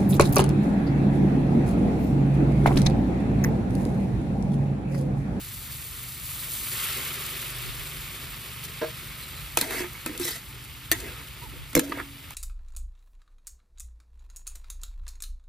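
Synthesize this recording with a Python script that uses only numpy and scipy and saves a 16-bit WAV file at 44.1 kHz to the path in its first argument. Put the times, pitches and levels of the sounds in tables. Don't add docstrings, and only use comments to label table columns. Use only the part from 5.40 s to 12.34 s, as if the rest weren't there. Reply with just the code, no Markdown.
import sys
import numpy as np
from scipy import signal
from scipy.fft import rfft, irfft, next_fast_len
from scipy.io import wavfile
from scipy.ndimage import uniform_filter1d

SR = 44100
rng = np.random.default_rng(int(sys.argv[2]) if len(sys.argv) > 2 else 0)


def linear_from_db(decibels):
    return 10 ** (np.asarray(decibels, float) / 20)


def unload_audio(sound):
    columns = np.transpose(np.atleast_2d(sound))
    steps = np.round(np.clip(columns, -1, 1) * 32767)
    wavfile.write(sys.argv[1], SR, steps.astype(np.int16))


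N = 306054
TIME = np.arange(N) / SR
SIZE = next_fast_len(N + 8192)
BINS_HZ = np.maximum(np.arange(SIZE // 2 + 1) * SR / SIZE, 1)


def rms_one(x):
    return x / np.sqrt(np.mean(x ** 2) + 1e-20)


def in_time(rows):
    s, level_db = np.transpose(rows)
    return np.interp(TIME, s, level_db)


def at_hz(points, ends=None):
    hz, value = np.transpose(points)
    return np.interp(np.log(BINS_HZ), np.log(hz), value, ends, ends)


def colour(x, spectrum):
    return rms_one(irfft(rfft(x, SIZE) * linear_from_db(at_hz(spectrum, -80)), SIZE)[..., :N])


def drift(rate):
    r = np.exp(-80 * np.pi * rate / SR)
    white = rng.standard_normal(N // 40 + 2002)
    slow = signal.lfilter([1], [1, -2 * r, r * r], white)[2000:]
    return np.interp(np.arange(N) / 40, np.arange(len(slow)), rms_one(slow))


def grains(per_s, spread_db):
    sizes = linear_from_db(spread_db * np.minimum(rng.exponential(1, N), 5)) * rng.choice([-1, 1], N)
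    return rms_one(sizes * (rng.random(N) < per_s / SR))


def patchy(x, edges_hz, patch_db, rate):
    out = 0
    for k, pair in enumerate(zip(edges_hz, edges_hz[1:])):
        band = signal.sosfilt(signal.butter(2, pair, "band", fs=SR, output="sos"), x)
        out = out + (-1) ** k * linear_from_db(patch_db * drift(rate)) * band
    return rms_one(out)


def bursts(times, peaks_db, t60s, spectrum):
    envelope = np.zeros(N)
    for s, peak_db, t60 in zip(times, peaks_db, t60s):
        tail = envelope[int(s * SR):int((s + t60) * SR)]
        age = np.arange(len(tail)) / SR
        tail += linear_from_db(peak_db - 60 * age / t60) * (1 - np.exp(-age / 0.00084))
    return envelope * colour(rng.standard_normal(N), spectrum)


def ring(clicks, hz, t60):
    r, w = linear_from_db(-60 / (t60 * SR)), 2 * np.pi * hz / SR
    return signal.lfilter([0, np.sin(w)], [1, -2 * r * np.cos(w), r * r], clicks + 1e-18)


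def ping(at, hz, level_db, t60):
    out, age = np.zeros(N), np.arange(int(t60 * SR)) / SR
    tail = out[int(at * SR):int(at * SR) + len(age)]
    tail += (linear_from_db(level_db - 60 * age / t60) * np.sin(2 * np.pi * hz * age))[:len(tail)]
    return out


def strike(modes, times, levels_db, scatter_db=0):
    at, out = (np.asarray(times) * SR).astype(int), 0
    chance = rng.standard_normal((len(at), len(modes)))
    for k, (hz, level_db, t60) in enumerate(modes):
        clicks = np.zeros(N)
        clicks[at] = linear_from_db(levels_db + level_db + scatter_db * chance[:, k]) * (-1) ** k
        out = out + ring(clicks, hz, t60)
    return out


def rub(modes, contact, damping):
    out = 0
    for k, (hz, level_db, t60) in enumerate(modes):
        mode = rms_one(ring(contact, hz, t60 * damping))
        out = out + linear_from_db(level_db + 3.2 * drift(13.5)) * (-1) ** k * mode
    return rms_one(out)


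def glides(rows):
    out = np.zeros(N)
    for s, length, start_hz, end_hz, level_db, *arch_hz in rows:
        n, at = int(length * SR), int(s * SR)
        hz = np.linspace(start_hz, end_hz, n) + sum(arch_hz) * np.sin(np.linspace(0, np.pi, n))
        tone = np.sin(2 * np.pi * np.cumsum(hz) / SR)
        out[at:at + n] += linear_from_db(level_db + 5.5) * np.sqrt(np.hanning(n)) * tone
    return out


# peak time in seconds, width in seconds, level in dB.
GUSTS = [(.2, 0.06, -43), (.4, 0.13, -43), (0.758, .04, -44), (1.2, .2, -72), (1.75, 0.082, -63.5),
         (2.3, 0.092, -26), (3.5, 0.21, -64), (4.2, 0.18, -44), (5.4, 0.031, -38), (6.18, .13, -37),
         (6.8, .1, -59)]


def wind():
    level = linear_from_db(-69)
    for s, width, level_db in GUSTS:
        level = level + linear_from_db(level_db) * np.exp(-((TIME - s) / width) ** 2)
    spectrum = [(25, -22), (60, 11), (130, 1), (220, -17), (500, -31), (1200, -38)]
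    noise = colour(rng.standard_normal(N) * linear_from_db(5.3 * drift(12)), spectrum)
    return linear_from_db(-13) * level * noise * [[1], [-1]]


# multiple of the engine speed, rms level in dB.
ORDERS_DB = [(2, -57), (3, -59), (4, -65), (5, -52), (6, -54), (7, -62.5), (8, -74.5), (9, -64)]
# time in seconds, level in dB.
ENGINE_FADE = [(0, 2), (3.5, 2.5), (5.2, -4.5), (6.94, -5)]
# frequency in Hz, density in dB per Hz.
RUMBLE = [(12, -47), (20, -65), (43, 4), (91, 1.5), (128, 1.5), (189, -11), (309, -11), (353, -20.5),
          (700, -23.5), (910, -16), (1540, -120)]


def engine():
    speed_hz = 24.45 * (1 + 0.00588 * drift(0.48))
    turn = 2 * np.pi * np.cumsum(speed_hz) / SR
    lines = 0
    for k, level_db in ORDERS_DB:
        line = np.sin(k * turn + rng.uniform(0, 7.85))
        lines = lines + linear_from_db(level_db + 2.0 + 2.8 * drift(2.4)) * line
    rumble = linear_from_db(-46.5 + 1.5 * drift(2.2)) * colour(rng.standard_normal(N), RUMBLE)
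    return linear_from_db(in_time(ENGINE_FADE)) * lines + rumble


# start in seconds, length in seconds, start Hz, end Hz, level in dB.
DRONE = [
    (5.2, 1.325, 57.23, 62.9, -51.5),
]


def lorry():
    return glides(DRONE)


# start in seconds, length in seconds, start Hz, end Hz, level in dB, arch in Hz.
BIRDS = [
    (3.445, 0.047, 4350, 4380, -58, 0),
    (3.81, .055, 4120, 3720, -49, 170),
    (3.96, .052, 3950, 3880, -49, 130),
    (4.595, .035, 4250, 4220, -55, 0),
]


def birds():
    return glides(BIRDS)


# time in seconds, level in dB.
TUB_HITS = [
    (3.416, -23.5),
    (3.429, -29),
    (3.44, -30),
    (3.483, -41),
    (3.292, -46),
]
# frequency in Hz, level in dB, decay time t60 in seconds.
TUB = [(214, -13, 0.12), (330, -6, 0.18), (407, -16, 0.093), (470, 6.5, 0.15), (521, -7, 0.13),
       (606, 0, 0.15), (634, 0.5, 0.15), (800, -18, .05), (1028, -4, 0.13), (1400, -8, .05),
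       (1620, -3, 0.071), (1850, -22, .04)]


def tub():
    s, level_db = np.transpose(TUB_HITS)
    knock = bursts(s, level_db - 3.0, s * 0 + 0.07, [(300, 7), (1000, 0), (2500, -9), (6000, -19)])
    return strike(TUB, s, level_db - 8.0, scatter_db=2.0) + knock


# time in seconds, level in dB.
VIGOUR = [(0.0, -42), (.82, -41.5), (.89, -38), (1.26, -35.5), (1.46, -32.5), (1.66, -37.5), (2.2, -41),
          (3.05, -45), (4.0, -45.5), (4.95, -49.5), (5.45, -51), (5.7, -48), (6.2, -52), (6.94, -52.5)]
# frequency in Hz, density in dB per Hz.
HUM = [(230, 5), (300, -8.5), (360, 8), (430, 2.5), (600, -4), (900, -9)]
BUBBLING = [(500, -13), (900, -8), (1250, 2.5), (1550, -3), (2200, 2.5), (3200, 1.5), (4500, -5.5),
            (5300, -7), (5800, -15), (7000, -7.5)]
FIZZ = [(3000, -10), (4500, -5.5), (5700, -11.5), (6500, -6.5), (8000, -6.5), (10500, -0.5), (12000, -2),
        (14000, 1.5), (15300, -5.5)]
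FULL_BOIL_DB, FIZZ_DB = -34.5, -32
BUBBLING_DB, BUBBLING_FOLLOWS = -35, 0.75
WET_S, WETTING_S, DRY_LOSS_DB = 1.352, 0.089, 6
HUM_DB, HUM_FOLLOWS, HUM_LAG_S = -47, 1.4, .12


def frying():
    swing_db = in_time(VIGOUR) - FULL_BOIL_DB
    dry_share = .5 - .5 * np.tanh((TIME - WET_S) / WETTING_S)
    boil_db = BUBBLING_FOLLOWS * swing_db - DRY_LOSS_DB * dry_share
    hum_db = HUM_DB + HUM_FOLLOWS * np.interp(TIME - HUM_LAG_S, TIME, boil_db)
    hum = colour(rng.standard_normal(N) * linear_from_db(2.4 * drift(17)), HUM)
    bubbling = colour(grains(9000 * linear_from_db(1.5 * drift(25)), spread_db=3.0), BUBBLING)
    bubbling = patchy(bubbling, np.geomspace(400, 7500, num=9), patch_db=0.7, rate=42)
    crackle = grains(9000 * linear_from_db(3.0 * drift(40)), spread_db=3.0)
    fizz = colour(crackle + 0.63 * rng.standard_normal(N), FIZZ)
    return linear_from_db(hum_db) * hum + linear_from_db(BUBBLING_DB + boil_db) * bubbling + linear_from_db(FIZZ_DB + swing_db) * fizz


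# time in seconds, peak in dB.
SPITS = [(0.3371, -34), (0.7203, -19), (1.863, -15), (2.0153, -16), (2.184, -17), (2.3456, -21),
         (2.394, -20), (2.7137, -30), (3.057, -29), (3.1941, -31), (3.239, -22), (3.3538, -37),
         (3.5443, -30), (3.8636, -36), (3.927, -38), (4.0304, -39)]


def spits():
    s, peak_db = np.transpose(SPITS)
    return bursts(s, peak_db - 12.5, s * 0 + 0.033, FIZZ)


# time in seconds, crack peak in dB, thud in dB, clank frequency in Hz, clank in dB.
CLACKS = [(3.238, -25, -55, 2180, -48), (4.1713, -4.5, -25.5, 1293, -18.5), (4.1865, -13, -40, 2220, -30.5),
          (4.2108, -5.5, -43, 2440, -28), (4.3076, -20, -48, 1860, -34.5), (4.406, -28, -31, 2210, -41),
          (4.44, -44, -57, 1740, -36), (4.6604, -15.5, -29.5, 1770, -28.5), (4.6923, -39, -28, 1840, -38),
          (4.776, -20.5, -44, 1870, -56), (4.7967, -22, -31, 1890, -43), (4.85, -20, -35, 2140, -46),
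          (5.5142, -3.5, -33, 1780, -25), (5.5296, -40, -45, 1890, -32), (5.602, -23, -44, 2080, -48),
          (6.33, -28, -40, 1940, -39.5), (6.351, -4, -23, 2250, -27), (6.3644, -26, -14, 1620, -28),
          (6.3745, -20, -21, 2185, -28), (6.393, -7, -31, 1716, -24), (6.5199, -40, -36.5, 1214, -24),
          (6.5718, -43, -49, 1290, -39), (6.5985, -34.5, -36, 1290, -36), (6.9059, -32, -50, 2140, -40.5)]
# frequency in Hz, level in dB, decay time t60 in seconds.
PAN_LOW = [(218, -23, 0.17), (236.5, -5, 0.092), (289, -4.5, 0.04), (338, -7.5, 0.26), (363.8, -2.5, 0.21),
           (418, -4, 0.032), (479, -2.5, 0.074), (638, -7, 0.035)]
PAN_MID = [(955, -3.5, 0.063), (1290, -4.5, 0.1), (1640, -4, 0.12), (1890, -8.5, 0.077), (2083, 2.5, 0.03),
           (2360, -3, 0.12), (2600, -3, 0.11), (2860, -9, 0.027), (3380, -8.5, 0.14)]
PAN_HIGH = [(4014, 11, 0.028), (3990, -0.5, 0.084), (4530, 9, .05), (4870, -8.5, 0.078), (5335, -25, 0.051),
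            (5270, 8, 0.05), (6390, -6, 0.23), (7450, -29, .05), (9050, 1, 0.11), (7940, -1, 0.055),
            (10800, -7, 0.035)]
# time in seconds, frequency in Hz, level in dB, decay time t60 in seconds.
RINGS = [(4.173, 2514, -20, 0.05), (4.173, 4400, -30, 0.055), (4.173, 886, -21.5, 0.015),
         (4.212, 4150, -25.5, 0.062), (4.173, 543, -40, 0.11), (4.213, 250, -31, 0.14),
         (4.661, 248, -28, 0.13), (6.353, 495, -25.5, 0.075), (4.406, 358, -24.5, 0.17),
         (4.443, 357, -29, 0.14), (5.632, 406, -37, 0.13), (5.668, 394, -38, 0.12), (4.798, 358, -30, 0.25),
         (5.516, 328, -24.5, 0.095), (5.5165, 1800, -17, 0.065), (5.517, 2040, -22, .05),
         (5.526, 1930, -23, .07), (5.516, 3400, -27, .04), (5.516, 4500, -28, .05), (5.529, 420, -30, .05),
         (5.516, 2750, -26, .06), (5.515, 2140, -30, .1), (5.515, 2360, -26.5, 0.063),
         (5.515, 3620, -33, 0.07), (5.515, 673, -29.5, 0.085), (6.352, 960, -39, 0.092),
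         (6.352, 2250, -10, .014), (6.366, 2126, -25, 0.072), (6.386, 300, -17, .06),
         (6.52, 2000, -27, .03), (6.573, 520, -30, .04), (6.497, 330, -30, .1), (4.227, 260, -26, .06),
         (4.803, 340, -30, .2), (6.352, 5335, -28, 0.1), (6.352, 3300, -27, .04), (4.663, 1300, -31, .08),
         (4.665, 2500, -33, .07), (4.174, 620, -24, .03), (6.352, 6060, -24, 0.049),
         (6.365, 155.6, -24, 0.14), (6.375, 4100, -30, 0.099)]
# frequency in Hz, level in dB, decay time t60 in seconds.
GONG = [(281, -1.5, 0.97), (516, -11, 0.53)]
# time in seconds, level in dB.
GONG_HIT = [
    (6.372, -27),
]
# frequency in Hz, density in dB per Hz.
SCRATCH = [(3000, -1), (4500, -6.5), (5500, -10.5), (6200, 1.5), (8000, -2), (11000, 2.5), (14000, 1.5),
           (15700, -8), (16800, -24)]
RATTLE = [(1500, -7), (3000, -2), (4500, -1.5), (6000, -4.5), (8500, -3), (11000, -1), (14000, -2),
          (16500, -42)]
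KNOCK = [(200, -12), (500, -2), (1000, 4.5), (2000, -5.5), (3500, -9), (5000, -14)]


def clacks():
    s, peak_db, thud_db, clank_hz, clank_db = np.transpose(CLACKS)
    thud_hz = 308.3 * np.exp(0.136 * rng.standard_normal(len(s)))
    s = s + 0.000834
    out = bursts(s, peak_db + 2.5, s * 0 + 0.008, SCRATCH)
    out += bursts(s, peak_db - 15, s * 0 + 0.045, RATTLE)
    out += bursts(s, clank_db + 3.5, s * 0 + 0.025, KNOCK)
    out += strike(PAN_LOW, s + 0.003, thud_db - 11.5, scatter_db=8.0)
    out += strike(PAN_MID, s, clank_db - 14.0, scatter_db=-0.5)
    out += strike(PAN_HIGH, s, peak_db - 43, scatter_db=3.5)
    clank_t60 = np.clip(0.045 + 0.0011 * (clank_db + 22), .015, .2)
    for k in range(len(s)):
        out += ping(s[k], clank_hz[k], clank_db[k] - 2.0, clank_t60[k])
        out += ping(s[k] + .003, thud_hz[k], thud_db[k] - 0.5, .11)
    for at, hz, level_db, t60 in RINGS:
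        out += ping(at, hz, level_db, t60)
    return out + strike(GONG, *np.transpose(GONG_HIT))


# time in seconds, peak in dB.
TICKS = [(5.5132, -22), (5.5203, -10), (5.5222, -14), (5.5283, -11), (6.364, -12), (6.3742, -14),
         (6.389, -21), (4.2762, -26), (4.3431, -24), (4.8028, -24), (4.847, -17), (4.8525, -15),
         (3.2515, -22), (6.906, -26), (4.886, -22), (4.959, -27), (4.531, -30), (4.676, -24), (5.6415, -28),
         (6.476, -31), (6.495, -30), (6.574, -30)]


def skips():
    s, peak_db = np.transpose(TICKS)
    return bursts(s, peak_db - 3.0, s * 0 + .012, SCRATCH)


# start in seconds, length in seconds, start Hz, end Hz, level in dB.
WHINES = [(4.27, .04, 2200, 2100, -47), (4.3, .07, 1300, 1220, -45), (4.29, .07, 1850, 1800, -46),
          (4.33, .08, 2400, 3100, -47), (4.355, .06, 4950, 4950, -47), (4.4, .04, 2250, 2100, -44),
          (4.535, .04, 2300, 2100, -49), (4.8, .04, 2000, 2300, -48), (4.84, .07, 2150, 1850, -44),
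          (4.92, .05, 1900, 1950, -46), (4.8, .1, 5400, 5550, -46), (4.89, .08, 5300, 5000, -48),
          (4.8, .09, 3900, 4200, -46), (5.63, .04, 2050, 2150, -48), (5.65, .07, 1900, 1400, -54),
          (5.715, .13, 1300, 1250, -51), (6.575, .045, 1300, 1300, -43), (6.58, .04, 1950, 1700, -44)]


def whines():
    low_pass = signal.butter(2, 130, fs=SR)
    flutter = rms_one(signal.lfilter(*low_pass, rng.standard_normal(N)))
    return glides(WHINES) * (.3 + flutter)


# start in seconds, length in seconds, start Hz, end Hz, level in dB, arch in Hz.
SQUEAKS = [
    (6.012, .045, 890, 960, -48, 45),
    (6.048, .032, 970, 780, -52, 0),
]


def squeaks():
    return glides(SQUEAKS)


# time of most force in seconds, half length in seconds, force in dB,
# hiss over grind in dB, rumble over grind in dB.
STROKES = [(3.247, .024, -52, 11, -8), (4.197, .022, -41, 6, -8), (4.229, 0.028, -34.5, -4, -4.5),
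           (4.289, 0.086, -40.5, 1, 0), (4.367, 0.075, -38, 3.5, -2), (4.421, 0.073, -35.5, -11, -9),
           (4.675, .022, -42, 0, -6), (4.55, .04, -48, -8, -10), (4.715, 0.034, -44, -11, 2),
           (4.758, 0.028, -45.5, -4, 2), (4.82, 0.036, -41, 6, -6), (4.876, 0.055, -38, 8, -4),
           (4.94, .07, -44, 6, -8), (5.548, 0.029, -40, -7.5, -14), (5.589, .05, -49.5, 8, -1),
           (5.65, 0.072, -43, -10.5, -1), (5.75, .13, -46, -7.5, -7.5), (6.036, .03, -49.5, -2, -1.5),
           (6.147, .05, -51.5, -7.5, -0.5), (6.425, .04, -48.5, -1, 7), (6.446, 0.02, -49.5, 6, -4),
           (6.504, 0.052, -44.5, -4, 6), (6.588, 0.059, -36.5, -14, -4)]
EDGE_HZ, EDGE_SAG_HZ_PER_S, EDGE_WANDER_HZ = 1950, 1600, 90
OVERTONE_HZ, OVERTONE_RISE_HZ, FAST_DB = 4190, 897, -30


def strokes():
    grit = grains(1000 * linear_from_db(3.9 * drift(40)), spread_db=3.0)
    contact = rms_one(0.55 * grit + grains(8000 * linear_from_db(1.6 * drift(60)), spread_db=3.0))
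    rumble = rub(PAN_LOW, contact, damping=1.0)
    grind = rub(PAN_MID, contact, damping=0.24)
    hiss = rms_one(colour(contact, SCRATCH) + 0.4 * rub(PAN_HIGH, contact, damping=.22))
    narrow = rms_one(signal.lfilter(*signal.butter(2, 180, fs=SR), contact))
    wide = rms_one(signal.lfilter(*signal.butter(2, 600, fs=SR), contact))
    s, half, force_db, speed_db, weight_db = np.transpose(STROKES)[:, :, None]
    age = TIME - s
    force = linear_from_db(force_db) * np.maximum(1 - (age / (1.1 * half)) ** 2, 0) ** 2
    total = force.sum(axis=0)
    friction = np.sum(force * linear_from_db(speed_db), axis=0)
    shake = np.sum(force * linear_from_db(weight_db), axis=0)
    late = np.sum(force * np.clip(age, 0, .3), axis=0) / (total + 1e-9)
    edge_hz = EDGE_HZ - EDGE_SAG_HZ_PER_S * late + EDGE_WANDER_HZ * drift(9.7)
    over_hz = OVERTONE_HZ + OVERTONE_RISE_HZ * friction / linear_from_db(FAST_DB)
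    edge = narrow * np.sin(2 * np.pi * np.cumsum(edge_hz) / SR)
    over = wide * np.sin(2 * np.pi * np.cumsum(over_hz) / SR)
    return shake * rumble + linear_from_db(-3.0) * total * (grind + 0.7 * edge) + friction * (hiss + 0.3 * over)


# frequency in Hz, lead of the left in radians.
LEAD = [(0, 0.44), (180, .45), (300, .3), (470, 0.92), (620, 0.1), (780, -1.5), (1200, 0), (1500, -.4),
        (2000, 0.2), (2900, 0.95), (3500, 1), (3800, -.1), (5700, 0.6), (7100, -2.4), (7600, 0),
        (8000, 0.12)]
# frequency in Hz, left minus right in dB.
TILT = [(300, -0.5), (560, 1.5), (700, 6.5), (880, -4.5), (1300, -2), (2200, -4.5), (3500, 3), (5000, 4.5),
        (5900, -2), (7200, 5), (7700, -1), (16000, 0.5)]
# frequency in Hz, likeness from 0 to 1.
LIKENESS = [(100, .985), (280, .985), (500, .93), (700, .55), (1000, .82), (2100, .97), (3200, .55),
            (4200, .86), (5000, .88), (5900, .93), (7200, .4), (7600, .95), (8300, .98), (9000, .95),
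            (16000, .97)]
PORT_LAG_S = 1 / 3070


def ports(x):
    echo = rng.standard_normal(6000) * linear_from_db(-60 * np.arange(6000) / (.13 * SR))
    scatter = rfft(echo / np.sqrt(np.sum(echo ** 2)), SIZE)
    alike = np.clip(at_hz(LIKENESS), 0, 1)
    hz, lead = np.transpose(LEAD)
    lead = np.interp(BINS_HZ, hz, lead) - 2 * np.pi * PORT_LAG_S * np.maximum(BINS_HZ - hz[-1], 0)
    side = np.array([[1], [-1]])
    mix = np.sqrt((1 + alike) / 2) + side * np.sqrt((1 - alike) / 2) * scatter
    gain = linear_from_db(side * at_hz(TILT) / 2) * np.exp(.5j * side * lead)
    return irfft(rfft(x, SIZE) * mix * gain, SIZE)[:, :N]


def scene():
    background = engine() + lorry() + birds() + tub()
    spatula = clacks() + skips() + whines() + squeaks() + strokes()
    return ports(background + frying() + spits() + spatula) + wind()


def thin(x, under_db, top_hz, top_db, spare):
    band_bins, frame, grid = 16, 2048, 854
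    hop, n = frame // 2, np.arange(frame) + .5
    window = np.sin(np.pi * n / frame)[:, None]
    basis = window * np.cos(np.pi / hop * np.outer(n + hop / 2, n[:hop]))
    lead, frames = frame - grid, N // hop + 3
    padding = ((0, 0), (lead, (frames + 1) * hop - N - lead))
    hops = np.pad([x[0] + x[1], x[0] - x[1]], padding).reshape(2, -1, hop)
    lines = np.concatenate([hops[:, :-1], hops[:, 1:]], axis=2) @ basis
    bands = lines.reshape(2, frames, -1, band_bins)
    band_power = np.mean(bands ** 2, axis=3)
    power = uniform_filter1d(band_power, size=2, axis=1)
    centre = (np.arange(power.shape[2]) + .5) * band_bins * SR / frame
    mood = rng.standard_normal((2, *power.shape))
    weak = (power < power[::-1] * linear_from_db(2 * (under_db + 2.5 * mood[0]))) & (centre > 2500)
    top = np.sum(band_power * (centre > top_hz / 2), axis=(0, 2))
    before = np.minimum(np.roll(top, shift=2), np.roll(top, shift=3))
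    sudden = top > linear_from_db(2 * top_db) * before
    weak = (weak | (centre > top_hz)) & ~sudden[:, None] | (centre > 1.075 * top_hz)
    step = spare * np.clip(centre / 6000, .1, 1) ** .5 * linear_from_db(3.0 * mood[1]) * np.sqrt(power)
    step = step * ~sudden[:, None]
    bands = bands * (np.abs(bands) > step[..., None])
    back = (bands * ~weak[..., None]).reshape(2, frames, hop) @ basis.T * 2 / hop
    joined = (back[:, 1:, :hop] + back[:, :-1, hop:]).reshape(2, -1)
    mid, side = joined[:, lead - hop:lead - hop + N]
    return np.array([mid + side, mid - side]) / 2


def top_cut(x):
    return signal.sosfilt(signal.butter(12, 16500, fs=SR, output="sos"), x)


def record(dry):
    mix = thin(dry, under_db=-8.0, top_hz=15300, top_db=6.0, spare=.3)
    return top_cut(mix)


dry = scene()
out = record(dry)
unload_audio(out)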